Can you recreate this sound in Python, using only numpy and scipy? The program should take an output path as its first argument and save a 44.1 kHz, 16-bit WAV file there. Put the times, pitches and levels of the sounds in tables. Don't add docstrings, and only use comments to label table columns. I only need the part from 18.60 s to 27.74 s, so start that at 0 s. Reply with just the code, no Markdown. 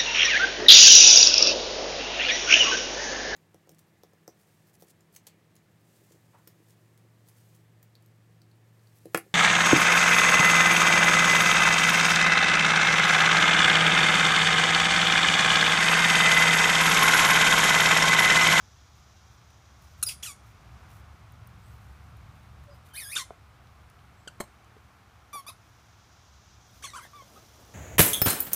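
import sys
import numpy as np
from scipy import signal
from scipy.fft import rfft, irfft
from scipy.io import wavfile
from scipy.ndimage import uniform_filter1d

SR = 44100
rng = np.random.default_rng(int(sys.argv[2]) if len(sys.argv) > 2 else 0)


def bounce(signal):
    frames = np.transpose(np.atleast_2d(signal))
    limited = np.clip(frames, -1, 1)
    pcm = np.round(limited * 32767).astype(np.int16)
    wavfile.write(sys.argv[1], SR, pcm)


N = 403074
TIME = np.arange(N) / SR

# start_s, rise_s, fall_s, crest_width_s, first_hz, top_hz, last_hz, level_db, echo_db, colour
SQUEAKS = [ (1.4268, 0.0037, 0.01, 0.027, 1366, 1452, 1240, -20.5, -16, "bright"),
           (1.487, 0.0021, 0.032, 0.011, 1690, 1750, 1064, -35.5, -1.5, "whistle"),
           (1.626, .008, 0.088, .018, 1700, 3500, 1096, -31.5, -8, "open"),
           (1.658, 0.0068, 0.0185, 0.011, 1432, 1454, 1178, -39.5, -13, "open"),
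           (4.551, 0.013, 0.047, 0.017, 2176, 3740, 1800, -28.5, -8, "harsh"),
           (4.559, 0.011, 0.062, .012, 1144, 1572, 1026, -30.5, -11, "harsh"),
           (5.6754, 0.0028, 0.011, 0.019, 1550, 1590, 1330, -38, -18, "hollow"),
           (5.801, .006, 0.0091, 0.0069, 963, 1113, 990, -34, -13, "bitten"),
           (6.73, 0.011, 0.068, 0.074, 1150, 1181, 1076, -40, -12.5, "reedy"),
           (6.865, 0.025, .018, 0.0095, 1145, 1290, 1015, -40, -11.5, "reedy"),
           (8.224, .022, 0.034, 0.016, 1430, 3480, 1390, -37, -12.5, "thin"),
           (8.24, 0.0055, 0.019, 0.017, 1117, 1143, 1044, -39.5, -20, "thin"),
           (8.243, 0.024, 0.057, 0.022, 2080, 2160, 1860, -46.5, -9, "thin"),
           (8.334, .038, .050, .020, 1122, 1580, 1006, -40, -10.5, "muffled"),
           (8.334, .005, .057, 0.038, 1135, 1150, 933, -45, -3, "muffled"),
           (8.412, .020, 0.036, 0.0138, 1976, 2137, 1736, -51.5, -5.5, "raspy"),
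           (8.415, .022, 0.024, .015, 1397, 1677, 1410, -55.5, -10, "raspy"),
           (8.533, 0.02, .083, 0.079, 1140, 1181, 1027, -48, -12.5, "buried"),
           (8.758, .014, 0.013, .012, 1145, 1304, 1190, -53.5, -18, "buried")]
# time_s, pitch_hz, level_db
OVERBLOWN_SQUEAK = [(1.440, 5470, -46), (1.460, 5550, -43.5), (1.466, 4857, -29.5), (1.477, 4920, -33),
                    (1.483, 4800, -33.5), (1.490, 2830, -33.5), (1.500, 1840, -45)]
DRAWN_OUT_SQUEAK = [(4.336, 1440, -50), (4.362, 2030, -41), (4.383, 2600, -40), (4.41, 1880, -42),
                    (4.455, 1610, -44.5), (4.49, 1700, -45), (4.515, 1970, -42), (4.535, 2650, -37),
                    (4.558, 2000, -48)]
SQUEAK_COLOURS = { "bright": [(590, -44.5), (1000, -13.5), (1360, -15.5), (1920, -31.5), (2770, -16),
                  (3220, -11.5), (4190, -15.5), (7440, -14), (9690, -2), (15500, -22.5)],
                  "whistle": [(590, -51.5), (1000, -17), (1700, -11.5), (2560, -7), (4390, -13.5),
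                  (4920, -4), (5780, -10.5), (8640, -13.5), (9800, -2.5), (10900, -16), (15500, -17.5)],
                  "open": [(590, -54), (1000, -4), (1300, -12.5), (1640, -8), (2500, -3), (3780, -9.5),
                  (4100, -10), (5150, -7), (10100, -8.5), (15500, -22)], "nasal": [(700, -45), (1400, -6),
                  (2500, -0.5), (3300, -4.5), (5000, -2.5), (6700, -11), (7400, -22), (8400, -6.5),
                  (9900, 2), (15500, -11)], "harsh": [(600, -28), (1000, -3.5), (1500, -2), (2300, -10.5),
                  (3700, -8.5), (4300, -12), (6000, -9.5), (7300, -11), (10000, -14.5), (15500, -27)],
                  "hollow": [(710, -43), (1200, -4), (1470, -5.5), (2050, -26), (3010, -6.5), (4620, -16),
                  (5040, -23), (7480, -6), (15500, -43)], "bitten": [(590, -20), (1000, 2), (1500, -16),
                  (2260, -10), (3780, -7), (4980, -18), (8060, -11.5), (15500, -20)], "reedy": [(600, -3),
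                  (1130, 4.5), (1500, -18), (2300, -8.5), (3500, -8.5), (4650, -11), (5900, -10),
                  (7600, -23), (9100, -14), (10600, -7), (15500, -24)], "thin": [(530, -54), (900, -33),
                  (1100, -2), (1270, -8), (2100, -13.5), (3300, -10), (4230, -12.5), (5100, -26),
                  (5700, -10), (6300, -11), (6820, -21), (8340, -14), (15500, -38)], "muffled": [(530, -43),
                  (900, -10), (1050, -9), (1560, -13), (1690, -16), (2200, -22), (3070, -26.5),
                  (8960, -28.5), (15500, -46)], "raspy": [(1000, -4), (2000, -6), (3000, -12), (4300, -16),
                  (9000, -17), (15000, -19)], "buried": [(1100, 0), (2300, -13.5), (3500, -18), (5000, -28),
                  (15000, -34)]}
# start_s, level_db, pitch_hz, t60_s
BULB_POPS = [(1.427, -44, 256, 0.034), (4.561, -35.5, 374, 0.009), (4.7062, -29.5, 706, 0.019),
             (4.707, -35.5, 393, 0.022), (5.674, -25.5, 519, 0.0048), (5.8027, -29.5, 220, 0.034),
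             (5.8031, -31.5, 364, 0.047), (5.8045, -28.5, 590, 0.032), (5.8095, -25.5, 800, 0.013),
             (6.166, -46.5, 420, 0.038), (6.742, -42, 650, 0.013), (6.745, -50, 330, 0.03),
             (6.754, -37.5, 830, 0.03), (6.889, -41, 670, 0.017), (8.452, -39.5, 738, 0.011),
             (8.622, -42, 560, 0.016)]
# start_s, level_db,
# centre_hz
SNAPS = [(.905, -54, 13000), (1.417, -43, 5000), (2.722, -46, 13500), (2.873, -42, 13200),
         (3.57, -52, 12000), (5.071, -49.5, 4070), (5.3, -48.5, 9000), (5.391, -47.5, 3000),
         (5.805, -23.5, 1570), (6.045, -53, 7070), (6.933, -53, 8000), (7.27, -57, 6000),
         (8.303, -37, 5070)]
# start_s, length_s, level_db
CHIP_SHOVES = [(.35, 0.059, -76), (.70, .07, -75), (1.186, 0.16, -68), (1.36, 0.15, -69), (1.83, .12, -71),
               (2.278, 0.14, -66), (2.948, 0.57, -73), (3.72, 0.17, -76), (4.03, 0.033, -71),
               (4.13, .06, -71), (4.245, 0.07, -64), (7.0, 0.3, -78), (8.1, 0.27, -73)]
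# frequency_hz, gain_db
CHIP_COLOUR = [(800, -1), (2000, -0.5), (5000, -1.5), (9000, -0.5), (12000, -0.5), (15500, -0.5)]
# time_s, level_db
SCUFF_LEVELS = [(7.95, -100), (8.1, -66.5), (8.3, -62.5), (8.45, -64.5), (8.55, -64), (8.7, -58),
                (8.85, -58), (9.14, -60.5)]
# frequency_hz, gain_db
SCUFF_COLOUR = [(80, -19), (200, 8.5), (350, 4), (700, 5), (1500, -18), (3000, -16.5), (9000, -17.5)]
# delay_s, strength
FENCE_ECHOES = [(.0135, 0.23), (0.019, 0.47), (0.0257, 0.25), (.033, .35), (.046, 0.11)]
# frequency_hz, t60_s
YARD_DECAY = [(200, 0.27), (1500, 0.15), (2600, 0.14), (3400, 0.25), (4500, 0.21), (9000, 0.28),
              (15000, 0.14)]
# pitch_hz, level_db, t60_s
AFTER_RING = [(1122, -30.5, .5), (3070, -27, .25), (3690, -30.5, 0.38)]
# start_s, length_s, first_hz, last_hz, level_db
FAR_CALLS = [(3.0, 0.13, 8150, 8050, -73), (4.066, .06, 586, 550, -55), (4.09, 0.068, 4900, 5060, -68),
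             (4.297, .13, 3120, 3020, -56), (5.54, 0.13, 7500, 8100, -76)]
# time_s, level_db
INSECT_LEVELS = [(0, -62.5), (.8, -66), (1.4, -66.5), (2.2, -73), (3, -77), (5.6, -81.5), (6.5, -76.5),
                 (7.2, -67.5), (7.8, -63.5), (9.14, -61.5)]
ENGINE_LEVELS = [(0, -57.5), (1.0, -57), (1.55, -53), (1.85, -55.5), (2.12, -49.5), (2.5, -54.5),
                 (2.8, -51), (4.05, -50), (4.4, -58), (5.6, -56.5), (6.3, -60), (9.14, -59.5)]
TYRE_LEVELS = [(0, -64), (1.5, -62), (1.95, -60.5), (2.25, -58), (2.6, -60.5), (3.6, -60), (4.8, -61.5),
               (5.9, -61), (7.2, -62.5), (8.2, -64), (9.14, -62)]
# frequency_hz, gain_db
INSECT_COLOUR = [(1880, -29.5), (2750, -7), (3200, -3.5), (3370, -1.5), (3640, -3.5), (3820, -1.5),
                 (4130, -4.5), (4660, -4), (4950, -2.5), (5970, 0), (6740, -4), (7700, -12.5),
                 (8510, -23.5), (9000, -25), (11700, -49), (19800, -120)]
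ENGINE_COLOUR = [(20, -40.5), (28, -28), (40, -10), (54, -8.5), (62, 2.5), (70, 6), (81, -2), (94, 0),
                 (112, 2), (130, -6), (190, -12.5), (250, -25), (330, -35.5), (600, -71)]
TYRE_COLOUR = [(120, -33), (200, -4), (253, -8), (300, -8), (420, -10), (560, -10.5), (728, -5),
               (940, -7.5), (1110, -4.5), (1380, -6), (1910, -13), (2210, -12), (2850, -17), (3550, -19),
               (10600, -33), (14700, -37), (15500, -42.5)]

ROUND_S, CREST_POWER = .016, 2.5
SLACK_DB, SLACK_OCTAVES = 10, 0.47
RELEASE_DB = 8.5
SHOVE_RISE, SHOVE_FADE_DB = .25, 13
TREBLE_EDGE_HZ = 15550


def toy(overblown_echo_db=-5.5, drawn_out_echo_db=-6):
    direct, thrown = np.zeros(N), np.zeros(N)
    quick = [(squeeze(*shape), echo_db, colour) for *shape, echo_db, colour in SQUEAKS]
    held = [(OVERBLOWN_SQUEAK, overblown_echo_db, "whistle"),
            (DRAWN_OUT_SQUEAK, drawn_out_echo_db, "nasal")]
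    for rows, echo_db, colour in quick + held:
        start, squeak = reed(rows, SQUEAK_COLOURS[colour])
        add(direct, start, among_legs(squeak, echo_db))
        add(thrown, start, amp(echo_db) * squeak)
    return direct, thrown


def squeeze(start, rise, fall, width, first_hz, top_hz, last_hz, db):
    t = np.concatenate([np.linspace(-rise, 0, 20, endpoint=False), np.linspace(0, fall, 40)])
    roundness = min(1 + rise / ROUND_S, CREST_POWER)
    ebb = 1 - 1 / (1 + (abs(t) / width) ** roundness)
    depth = np.where(t < 0, np.log2(top_hz / first_hz) / ebb[0], np.log2(top_hz / last_hz) / ebb[-1])
    octaves_down = ebb * depth
    slack = np.tanh(octaves_down / SLACK_OCTAVES)
    release = np.maximum(t / fall, 0) ** 6
    level_db = db - SLACK_DB * slack - RELEASE_DB * release
    return np.column_stack([start + rise + t, top_hz / 2 ** octaves_down, level_db])


def reed(rows, colour, air_db=-11, uneven_db=2.5):
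    start, hz, gain = glide(rows)
    n, rough = len(hz), rattle(hz, gain)
    jitter = (.004 + .012 * rough ** 2) * wander(n, rate_hz=700)
    wobble = .012 * rough * wander(n, rate_hz=90)
    hz = hz * (1 + jitter + wobble)
    phase = 2 * np.pi * np.cumsum(hz) / SR
    tone, power = np.zeros(n), np.zeros(n)
    for k in range(1, 16):
        height = amp(read(colour, k * hz) + uneven_db * wander(n, rate_hz=33))
        height *= np.clip((TREBLE_EDGE_HZ - k * hz) / 300 + 1, 0, 1)
        flutter = 1 + .4 * rough * wander(n, rate_hz=250)
        tone += height * flutter * np.cos(k * phase + 0.56 * rng.standard_normal())
        power += height ** 2 / 2
    air = unit(coloured(rng.standard_normal(n), colour) * (1 + np.cos(phase)))
    air_gain = amp(air_db) * (.35 + 0.5 * rough)
    return start, gain * (tone / np.sqrt(power + 1e-12) + air_gain * air)


def glide(rows):
    times, hz, db = np.transpose(rows)
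    times = np.sort(times)
    t = np.arange(times[0], times[-1] + 0.00042, 1 / SR)
    edges = np.clip(np.minimum(t - t[0], t[-1] - t) / 0.00072, 0, 1)
    pitch = uniform_filter1d(np.interp(t, times, hz), size=160)
    return times[0], pitch, amp(np.interp(t, times, db)) * edges


def rattle(hz, gain):
    hard = np.clip((20 * np.log10(gain + 1e-9) + 47) / 22, 0, 1)
    near_break = np.exp(-(np.log2(hz / 3000) / .8) ** 2)
    return np.clip(.55 * hard + .65 * near_break, 0, 1)


def among_legs(squeak, echo_db):
    t = np.arange(SR // 70) / SR
    taps = rng.standard_normal(len(t)) * np.exp(-t / .007) * (t > .001)
    taps *= amp(echo_db + 5.5) / np.linalg.norm(taps)
    taps[0] = 1
    return signal.fftconvolve(squeak, taps / np.linalg.norm(taps))


def bulb_pops():
    out, t = np.zeros(N), np.arange(SR // 10) / SR
    plush = signal.butter(3, 1200, fs=SR)
    attack = 1 - np.exp(-t / .0003)
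    for start, db, hz, t60 in BULB_POPS:
        puff = unit(signal.lfilter(*plush, rng.standard_normal(len(t))))
        ring = np.sin(2 * np.pi * hz * t)
        add(out, start, amp(db - 60 * t / t60) * attack * (ring + .3 * puff))
    return out


def snaps(width_octaves=0.7, t60_s=.012):
    out, t = np.zeros(N), np.arange(2048) / SR
    hz = np.fft.rfftfreq(len(t), 1 / SR) + 1
    for start, db, centre_hz in SNAPS:
        band = np.exp(-(np.log2(hz / centre_hz) / width_octaves) ** 2)
        crack = irfft(rfft(rng.standard_normal(len(t))) * band)
        add(out, start, amp(db - 60 * t / t60_s) * unit(crack) / 2)
    return out


def chip_crackle(cracks_per_s=2000, uneven_db=0.5, grain_s=.0007):
    hits = rng.random(N) < cracks_per_s / SR
    sizes = amp(uneven_db * np.minimum(rng.exponential(1, N), 4))
    decays = signal.lfilter([1], [1, -np.exp(-1 / (grain_s * SR))], hits * sizes)
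    grains = decays * rng.standard_normal(N)
    return coloured(grains, CHIP_COLOUR, level_band_hz=(9000, 15000)) * stirring()


def stirring(fidget_db=-86.5, roll_vs_scuff_db=-9.5):
    gain = amp(fidget_db) + amp(roll_vs_scuff_db) * follow(SCUFF_LEVELS)
    for start, length, db in CHIP_SHOVES:
        progress = np.arange(0, length, 1 / SR) / length
        swell = np.minimum(progress / SHOVE_RISE, 1)
        fade_db = SHOVE_FADE_DB * np.maximum(progress - SHOVE_RISE, 0)
        add(gain, start, swell * amp(db - fade_db))
    return gain


def body_scuff(lumps_db=3):
    rub = coloured(rng.standard_normal(N), SCUFF_COLOUR)
    lumps = amp(lumps_db * wander(N, rate_hz=14))
    return unit(rub * lumps) * follow(SCUFF_LEVELS)


def yard(send, scatter_db=-1, taps_per_s=3000):
    taps = rng.standard_normal(SR // 2) * (rng.random(SR // 2) < taps_per_s / SR)
    hz, frame_s, spectra = signal.stft(taps, SR, nperseg=256)
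    decay = amp(-60 * frame_s / read(YARD_DECAY, hz)[:, None])
    tail = signal.istft(spectra * decay, SR, nperseg=256)[1]
    t = np.arange(len(tail)) / SR
    tail *= np.minimum(t / 0.0014, 1)
    tail *= amp(scatter_db) / np.linalg.norm(tail)
    for ring_hz, db, t60 in AFTER_RING:
        ring = np.sin(2 * np.pi * ring_hz * t) * amp(-60 * t / t60)
        tail += amp(db) * ring / np.linalg.norm(ring)
    for delay, strength in FENCE_ECHOES:
        add(tail, delay, np.array([strength]))
    return signal.fftconvolve(send, tail / np.linalg.norm(tail))[:N]


def far_calls(swell_db=21):
    out = np.zeros(N)
    for start, length, first_hz, last_hz, db in FAR_CALLS:
        progress = np.arange(0, length, 1 / SR) / length
        waver = 1 + .022 * wander(len(progress), rate_hz=220)
        hz = (first_hz + (last_hz - first_hz) * progress) * waver
        gain = amp(db - swell_db * (2 * progress - 1) ** 2)
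        add(out, start, gain * np.sqrt(2) * np.sin(2 * np.pi * np.cumsum(hz) / SR))
    return out


def insects(throb_db=1.02):
    spectrum = rfft(rng.standard_normal(N))
    lines = amp(3.5 * np.tanh(wander(N // 2 + 1, rate_hz=50)))
    chorus = coloured(irfft(spectrum * lines, N), INSECT_COLOUR)
    throb = amp(throb_db * wander(N, rate_hz=50))
    return chorus * follow(INSECT_LEVELS) * throb


def traffic(engine_trim_db=1):
    engines = coloured(rng.standard_normal(N), ENGINE_COLOUR)
    tyres = coloured(rng.standard_normal(N), TYRE_COLOUR, level_band_hz=(500, 2200))
    return amp(engine_trim_db) * engines * follow(ENGINE_LEVELS) + tyres * follow(TYRE_LEVELS)


def amp(db):
    return 10 ** (np.asarray(db) / 20)


def unit(x):
    return x / np.sqrt(np.mean(x ** 2) + 1e-20)


def read(points, hz):
    point_hz, value = np.transpose(points)
    return np.interp(np.log(hz + 1), np.log(point_hz + 1), value)


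def follow(rows):
    times, db = np.transpose(rows)
    return amp(np.interp(TIME, times, db))


def add(mix, start_s, sound):
    part = mix[max(round(start_s * SR), 0):][:len(sound)]
    part += sound[:len(part)]


def coloured(x, colour, level_band_hz=(20, 16000)):
    hz = np.fft.rfftfreq(len(x), 1 / SR)
    spectrum = rfft(x) * amp(read(colour, hz))
    in_band = (hz > level_band_hz[0]) * (hz < level_band_hz[1])
    return irfft(spectrum, len(x)) / np.std(irfft(spectrum * in_band, len(x)))


def wander(n, rate_hz):
    size = max(n, SR)
    hz = np.fft.rfftfreq(size, 1 / SR)
    spectrum = rfft(rng.standard_normal(size)) / (1 + (hz / rate_hz) ** 4)
    return unit(irfft(spectrum, size))[:n]


def scene(knock_echo_db=-15, far_echo_db=-4):
    squeaks, thrown = toy()
    knocks = bulb_pops() + snaps()
    calls = far_calls()
    echo = yard(thrown + amp(knock_echo_db) * knocks + amp(far_echo_db) * calls)
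    ground = amp(-3) * chip_crackle() + body_scuff()
    bed = traffic() + amp(-1) * insects()
    return (squeaks + knocks + ground + echo + 0.94 * calls + bed)[None]


def record(dry, hiss_db=-76.5):
    hissy = dry + amp(hiss_db) * rng.standard_normal(N)
    lowpass = signal.firwin(511, TREBLE_EDGE_HZ, window=("kaiser", 9), fs=SR)
    return signal.oaconvolve(hissy, lowpass[None], "same")


dry = scene()
out = record(dry)
bounce(out)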